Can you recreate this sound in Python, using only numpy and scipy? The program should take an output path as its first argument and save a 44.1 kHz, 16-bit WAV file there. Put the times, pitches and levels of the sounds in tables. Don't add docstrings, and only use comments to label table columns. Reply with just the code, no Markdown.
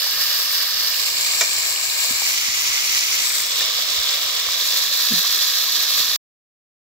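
import sys
import numpy as np
from scipy import signal
from scipy.fft import rfft, irfft
from scipy.io import wavfile

SR = 44100
rng = np.random.default_rng(int(sys.argv[2]) if len(sys.argv) > 2 else 0)


def linear_from_db(decibels):
    return 10 ** (np.asarray(decibels, float) / 20)


def master_out(mix):
    frames = np.transpose(np.atleast_2d(mix))
    ceiling = np.clip(frames, -1, 1)
    pcm = np.round(ceiling * 32767).astype(np.int16)
    wavfile.write(sys.argv[1], SR, pcm)


N = 301599
HZ = np.fft.rfftfreq(N, 1 / SR) + 1e-3
TIME = np.arange(N) / SR


def rms_one(x):
    return x / np.sqrt(np.mean(x ** 2, axis=-1, keepdims=True) + 1e-20)


def in_time(rows):
    start_s, *columns = np.transpose(rows)
    return np.array([np.interp(TIME, start_s, column) for column in columns])


def at_hz(points):
    hz, value = np.transpose(points)
    return np.interp(np.log(HZ), np.log(hz), value)


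def shaped(x, gain):
    return irfft(rfft(x) * gain, N)


def drift(rate_hz):
    pole = np.exp(-80 * np.pi * rate_hz / SR)
    noise = rng.standard_normal(N // 40 + 2002)
    slow = signal.lfilter([1], [1, -2 * pole, pole ** 2], noise)[2000:]
    return np.interp(np.arange(N) / 40, np.arange(len(slow)), rms_one(slow - slow.mean()))


def ring(clicks, pitch_hz, t60_s):
    pole, turn = linear_from_db(-60 / (t60_s * SR)), 2 * np.pi * pitch_hz / SR
    return signal.lfilter([0, np.sin(turn)], [1, -2 * pole * np.cos(turn), pole ** 2], clicks + 1e-18)


def panned(x, pan_db):
    return x * linear_from_db(np.array([[.5], [-.5]]) * pan_db)


def struck(rows):
    out, click = np.zeros((2, N)), np.eye(1, 6000)[0]
    for start_s, peak_db, pitch_hz, t60_s, pan_db in rows:
        at = round(start_s * SR)
        tone = linear_from_db(peak_db) * ring(click, pitch_hz, max(t60_s, .001))
        out[:, at:at + len(click)] += panned(tone, pan_db)
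    return out


# pitch_hz, level_db (per Hz)
NIGHT_SPECTRUM = [(15, -29.5), (35, -11), (62, -3.5), (110, -5), (150, -12), (220, -16), (310, -5),
                  (500, -14.5)]


def night():
    noise = rng.standard_normal((3, N))
    noise = noise[0] + 0.74 * noise[1:] * [[1], [1.3]]
    rumble = shaped(noise, linear_from_db(at_hz(NIGHT_SPECTRUM)) * (HZ < 500))
    return linear_from_db(-54.5 + 2.3 * drift(7.1)) * rms_one(rumble)


# start_s, pitch_hz, level_db
SLIP_CURVE = [(5.098, 272, -59), (5.11, 236, -31), (5.124, 225, -22), (5.131, 215, -45),
              (5.138, 205, -23.5), (5.15, 180, -41), (5.165, 169, -38.5), (5.195, 180, -42),
              (5.206, 185, -53)]


def slip():
    pitch_hz, level_db = in_time(SLIP_CURVE)
    phase = 2 * np.pi * np.cumsum(pitch_hz) / SR
    on = (TIME > SLIP_CURVE[0][0]) & (TIME < SLIP_CURVE[-1][0])
    return on * linear_from_db(level_db + 3) * (np.cos(phase) + .15 * np.cos(2 * phase))


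# start_s, peak_db, pitch_hz, t60_s, pan_db
CASE_BUMPS = [(1.495, -44, 220, .03, -2), (2.108, -29.5, 251, .04, -15), (2.13, -37, 60, 0.09, -11),
              (2.482, -38, 220, 0.032, -9), (2.49, -40, 75, .06, -14), (3.41, -40.5, 89, 0.055, -11),
              (3.965, -44, 200, 0.029, -8), (3.98, -36.5, 62, 0.13, -17), (4.48, -40, 80, .07, -1),
              (6.002, -36.5, 170, 0.034, 1), (6.012, -43, 80, 0.065, 0)]


def bumps():
    return struck(CASE_BUMPS)


# pitch_hz, level_db (per Hz)
LEFT_COLOUR = [(260.0, -30), (700.0, -30.5), (1500.0, -19.5), (3500.0, -10), (6000.0, -25.0), (9000.0, -30),
               (13000.0, -19.5), (15680.0, -22)]
RIGHT_COLOUR = [(260.0, -31.5), (700.0, -30.5), (1500.0, -24.5), (3500.0, -14.4), (6000.0, -9),
                (9000.0, -27.5), (13000.0, -23.5), (15680.0, -24)]
# facing, pitch_hz, half_width_hz, gain_db
LEFT_SHADING = [(0, 2000.0, 100.0, 4), (0, 2280.0, 120.0, -6.5), (0, 2695, 490.0, -12),
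                (0, 5200, 560.0, 6.0), (0, 7140, 510.0, 8.7), (0, 10370.0, 910.0, -6.5),
                (0, 12100, 3000.0, 4.5), (1, 850.0, 100.0, 5.1), (1, 2970, 580.0, -9.4),
                (1, 4440, 410.0, 4.6), (1, 7500, 880.0, 18.5), (1, 13330, 550.0, -5),
                (2, 520.0, 100.0, -1.5), (2, 3630, 470.0, -6.6), (2, 6920, 1280.0, 14),
                (3, 3070, 440.0, -11.5), (3, 4800.0, 470.0, 5.8), (3, 7670, 930.0, 18), (4, 734, 160.0, 4),
                (4, 1730, 130.0, -16.5), (4, 1800, 210.0, 11.9), (4, 2300, 350.0, -7.7),
                (4, 7340, 840.0, 12.5), (4, 11830.0, 2970.0, -4), (5, 877, 100.0, 2.5),
                (5, 2306, 150.0, -12), (5, 2960, 280.0, -9.7), (5, 5200, 450.0, 7.0), (5, 7190, 670.0, 13),
                (5, 13730, 880.0, 5.4)]
RIGHT_SHADING = [(0, 820.0, 310.0, -1.5), (0, 860.0, 100.0, 5.5), (0, 4930.0, 590.0, 5.5),
                 (0, 7640, 1440.0, -14.5), (0, 9000, 560.0, 10.5), (1, 850.0, 100.0, 5.6),
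                 (1, 2270, 260.0, 5.5), (1, 3660, 280.0, -3.3), (1, 6960, 850.0, -13.5),
                 (2, 1410, 150.0, -1.5), (2, 2000, 180.0, 10), (2, 3040, 210.0, 3.5), (2, 7330, 760.0, -9),
                 (2, 13700, 990.0, -4), (3, 1860.0, 150.0, 3.0), (3, 2900.0, 160.0, -4),
                 (3, 4490.0, 240.0, -4.4), (3, 7000, 1200.0, -6.5), (3, 14180.0, 680.0, -2.8),
                 (4, 490.0, 100.0, 4), (4, 920.0, 100.0, 3.5), (4, 2920.0, 180.0, -5),
                 (4, 3720, 430.0, 4.8), (4, 7260, 880.0, -14.5), (4, 10330, 920.0, -5.5),
                 (5, 855, 100.0, 3.5), (5, 2880, 110.0, -6.7), (5, 3960, 540.0, 7), (5, 7410, 780.0, -11.0),
                 (5, 14720.0, 550.0, 4.0)]


def ports(facing=None):
    gains_db = []
    for colour, shading in ((LEFT_COLOUR, LEFT_SHADING), (RIGHT_COLOUR, RIGHT_SHADING)):
        gain_db = at_hz(colour)
        for index, pitch_hz, half_width_hz, shade_db in shading:
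            if round(index) == facing:
                gain_db = gain_db + shade_db * np.exp(-.5 * ((HZ - pitch_hz) / half_width_hz) ** 2)
        gains_db.append(gain_db)
    return linear_from_db(gains_db)


# pitch_hz, width_hz, level_db
TWIG_MODES = [(466, 30, -29), (686, 40, -18.5), (975, 24, -19.5), (1920, 23, -4.5), (2340, 18, 6.5),
              (2980, 40, -26), (4370, 170, -12.5), (5730, 38, 5.5), (6350, 60, 2), (7100, 71, 5.5)]


def twig():
    since_s = TIME - 1.408
    rise = (since_s > 0) * np.minimum(since_s / .0025, 1)
    tearing = rise * linear_from_db(-60 * np.abs(since_s) / 0.1) * rng.standard_normal((3, N))
    tearing = tearing[0] + 0.68 * tearing[1:]
    modes = 0
    for pitch_hz, width_hz, level_db in TWIG_MODES:
        modes = modes + linear_from_db(.5 * level_db) * ring(tearing, pitch_hz, 2.2 / (width_hz + 100))
    crack = shaped(tearing, ports())
    both = modes / abs(modes).max() + 0.66 * crack / abs(crack).max()
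    return linear_from_db(-3) * signal.sosfilt(signal.butter(4, 480, "high", fs=SR, output="sos"), both)


# start_s, peak_db, pan_db
SPIT_EVENTS = [
    (0.622, -15.5, 6.5),
    (2.0537, -7.5, -0.5),
    (2.9306, -13, 2),
    (4.7713, -5, 0),
    (4.896, -23.5, 0.5),
    (5.1327, -3.5, 0.5),
    (5.2324, -14.5, 4),
    (5.6092, -12, 6),
]


def spits():
    out, puff = np.zeros((2, N)), np.hanning(60)
    for start_s, peak_db, pan_db in SPIT_EVENTS:
        at = round(start_s * SR)
        noise = rms_one(rng.standard_normal((2, len(puff))))
        out[:, at:at + len(puff)] += panned(linear_from_db(peak_db - 0.5) * puff * noise, pan_db)
    return shaped(out, (HZ / 13000) ** 2 * (HZ > 6000))


# start_s, peak_db, pitch_hz, t60_s, pan_db
POP_EVENTS = [(.067, -23, 900, .012, 2), (.942, -14, 2820, 0.011, -3), (1.761, -15, 2930, .012, -3),
              (1.899, -12.5, 4080, .015, 1), (2.22, -17, 850, .01, -3), (2.221, -30, 3518, .004, -3),
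              (2.724, -17, 2090, .01, 0), (3.127, -12.5, 2230, 0.014, 1), (3.304, -15, 2330, 0.012, 0),
              (3.4, -20, 1980, 0.015, 5), (3.609, -18.5, 1790, 0.047, 4), (4.487, -17.5, 1200, .012, 1),
              (5.247, -22, 1150, 0.026, 0), (5.374, -20.5, 1750, 0.031, 3), (5.653, -18, 4002, .006, -4),
              (5.666, -10, 3890, .006, -4)]


def pops():
    return shaped(struck(POP_EVENTS), HZ ** 2 / (HZ ** 2 + 400.0 ** 2))


def bubbles(per_s, spread_db, cycles, surge_db, count=14):
    surge = linear_from_db(surge_db * (.9 * drift(4) + 1.5 * drift(13) + .8 * drift(60)))
    burst = rng.random(N) < per_s * surge / SR
    sizes = linear_from_db(spread_db * np.minimum(rng.exponential(1, N), 4)) * burst
    train = sizes * rng.choice([-1, 1], (2, N))
    dealt = rng.integers(0, count, N)
    out, power, click = 0, 0, np.eye(1, N)[0]
    for k, pitch_hz in enumerate(np.geomspace(450, 16000, count)):
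        t60_s = cycles / pitch_hz
        out = out + ring(train * (dealt == k), pitch_hz, t60_s)
        power = power + abs(rfft(ring(click, pitch_hz, t60_s))) ** 2
    return rms_one(shaped(out, 1 / np.sqrt(power + 1e-9)))


# facing, left_lag_ms, share, fade_hz
PORT_PATHS = [(0, -0.053, 1.18, 1850.0), (0, 0.29, -0.18, 5730.0), (0, -0.55, -0.2, 19160.0),
              (0, -0.9, -0.22, 7830.0), (0, -0.188, -0.25, 13640.0), (1, -0.17, 0.48, 4610.0),
              (1, -0.616, -0.32, 9700), (1, -0.22, 0.62, 920.0), (1, -1.5, -0.14, 5220.0),
              (1, -1.225, 0.061, 8990.0), (2, 0.226, 0.6, 2080.0), (2, -0.607, -0.51, 4660.0),
              (2, 0.65, -0.16, 9940.0), (2, 0.353, -0.45, 5240.0), (2, -1.117, -0.22, 5160.0),
              (3, 0.11, 1.94, 970.0), (3, -0.881, 0.55, 3390.0), (3, -0.448, 0.31, 4950.0),
              (3, 0.425, -0.25, 10240.0), (3, -1.5, 0.48, 1100.0), (4, 0.17, 0.66, 3090.0),
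              (4, 0.687, -0.21, 7370.0), (4, 0.82, 0.17, 6150.0), (4, -0.042, 0.4, 6280.0),
              (4, 0.46, 0.11, 20000.0), (5, -0.042, 0.73, 4280.0), (5, -0.31, 0.37, 7830.0),
              (5, 0.11, 0.12, 20000.0), (5, 0.46, -0.11, 20000.0), (5, -0.393, -0.27, 2080.0)]


def likeness(facing):
    alike = 0
    for index, left_lag_ms, share, fade_hz in PORT_PATHS:
        if round(index) == facing:
            lag = -2j * np.pi * HZ * left_lag_ms / 1000
            alike = alike + 1.15 * share * np.exp(lag - (HZ / fade_hz) ** 2)
    return alike / np.maximum(abs(alike), 1)


# start_s, facing (index into ECHO_SHARES), pan_db
TURNING = [(0, 0, 0.23), (.5, 0, 0), (.86, 0, -.5), (1.12, 0.82, -2.2), (1.4, 1, 0), (1.75, 1, -.5),
           (2.0, 1, 1), (2.2, 1.2, 1), (2.38, 2, 0), (2.8, 2, -0.3), (3.17, 2, -0.17), (3.3, 3, -0.079),
           (3.47, 3.5, 0), (3.62, 4, 0), (4.4, 4, -0.038), (4.7, 4.5, 1), (5.05, 5, 0.098), (6.2, 5, 0)]
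ECHO_SHARES = [
    0.62,
    .6,
    .2,
    0.22,
    0.62,
    0.57,
]
# start_s, level_db
FAT_VIGOUR = [(0, 0), (.35, 0.5), (.7, 0), (1.0, 1), (1.25, 1), (1.6, 0.5), (1.95, 0), (2.3, 0.5),
              (2.65, 0), (3.0, 1), (3.35, 0.5), (3.75, 0), (4.1, 0), (4.45, 0.5), (4.8, 0.5), (5.15, 1),
              (5.6, 0), (6.2, 0)]


def frying():
    fat = bubbles(per_s=9000, spread_db=2.5, cycles=7.0, surge_db=1.71)
    fat = fat + linear_from_db(-1.5) * rng.standard_normal((2, N))
    shared, other = rfft(rms_one(fat)) * (HZ / 300) ** 2 / (1 + (HZ / 300) ** 2)
    echo_ms, echo_cut_hz = 1.742, 2100
    bounce = np.exp(-2j * np.pi * HZ * echo_ms / 1000) / (1 + (HZ / echo_cut_hz) ** 4)
    (facing, pan_db), (vigour_db,) = in_time(TURNING), in_time(FAT_VIGOUR)
    out = np.zeros((2, N))
    for k, echo in enumerate(ECHO_SHARES):
        alike = likeness(k)
        left = alike * shared + np.sqrt(1.0001 - abs(alike) ** 2) * other
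        heard = irfft([left, shared] * ports(k) * (1 + echo * bounce), N)
        out += np.clip(1 - abs(facing - k), 0, 1) * heard
    treble = shaped(out, 1 / (1 + (8800 / HZ) ** 12))
    low = shaped(out, 1 / (1 + (HZ / 3000) ** 8))
    middle = panned(linear_from_db(vigour_db) * (out - low - treble), pan_db)
    low_db = 0.27 + .6 * vigour_db
    treble_db = 0.02 + 1.3 * vigour_db + 0.87 * drift(16)
    return linear_from_db(low_db) * low + middle + linear_from_db(treble_db) * treble


def scene():
    return night() + slip() + bumps() + twig() + spits() + pops() + frying()


def low_pass(x):
    return signal.sosfilt(signal.butter(12, 17030, fs=SR, output="sos"), x)


def record(dry):
    stop_s, fade_s = 6.165, 0.0037
    x = signal.sosfilt(signal.butter(2, 50, "high", fs=SR, output="sos"), dry)
    x = 1.2 * np.tanh(x / 1.2) * np.clip((stop_s - TIME) / fade_s, 0, 1) ** 1.5
    x = signal.sosfilt(signal.ellip(12, .5, 75, 15720, fs=SR, output="sos"), x)
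    return low_pass(x * (TIME < stop_s + .01))


dry = scene()
out = record(dry)
master_out(out)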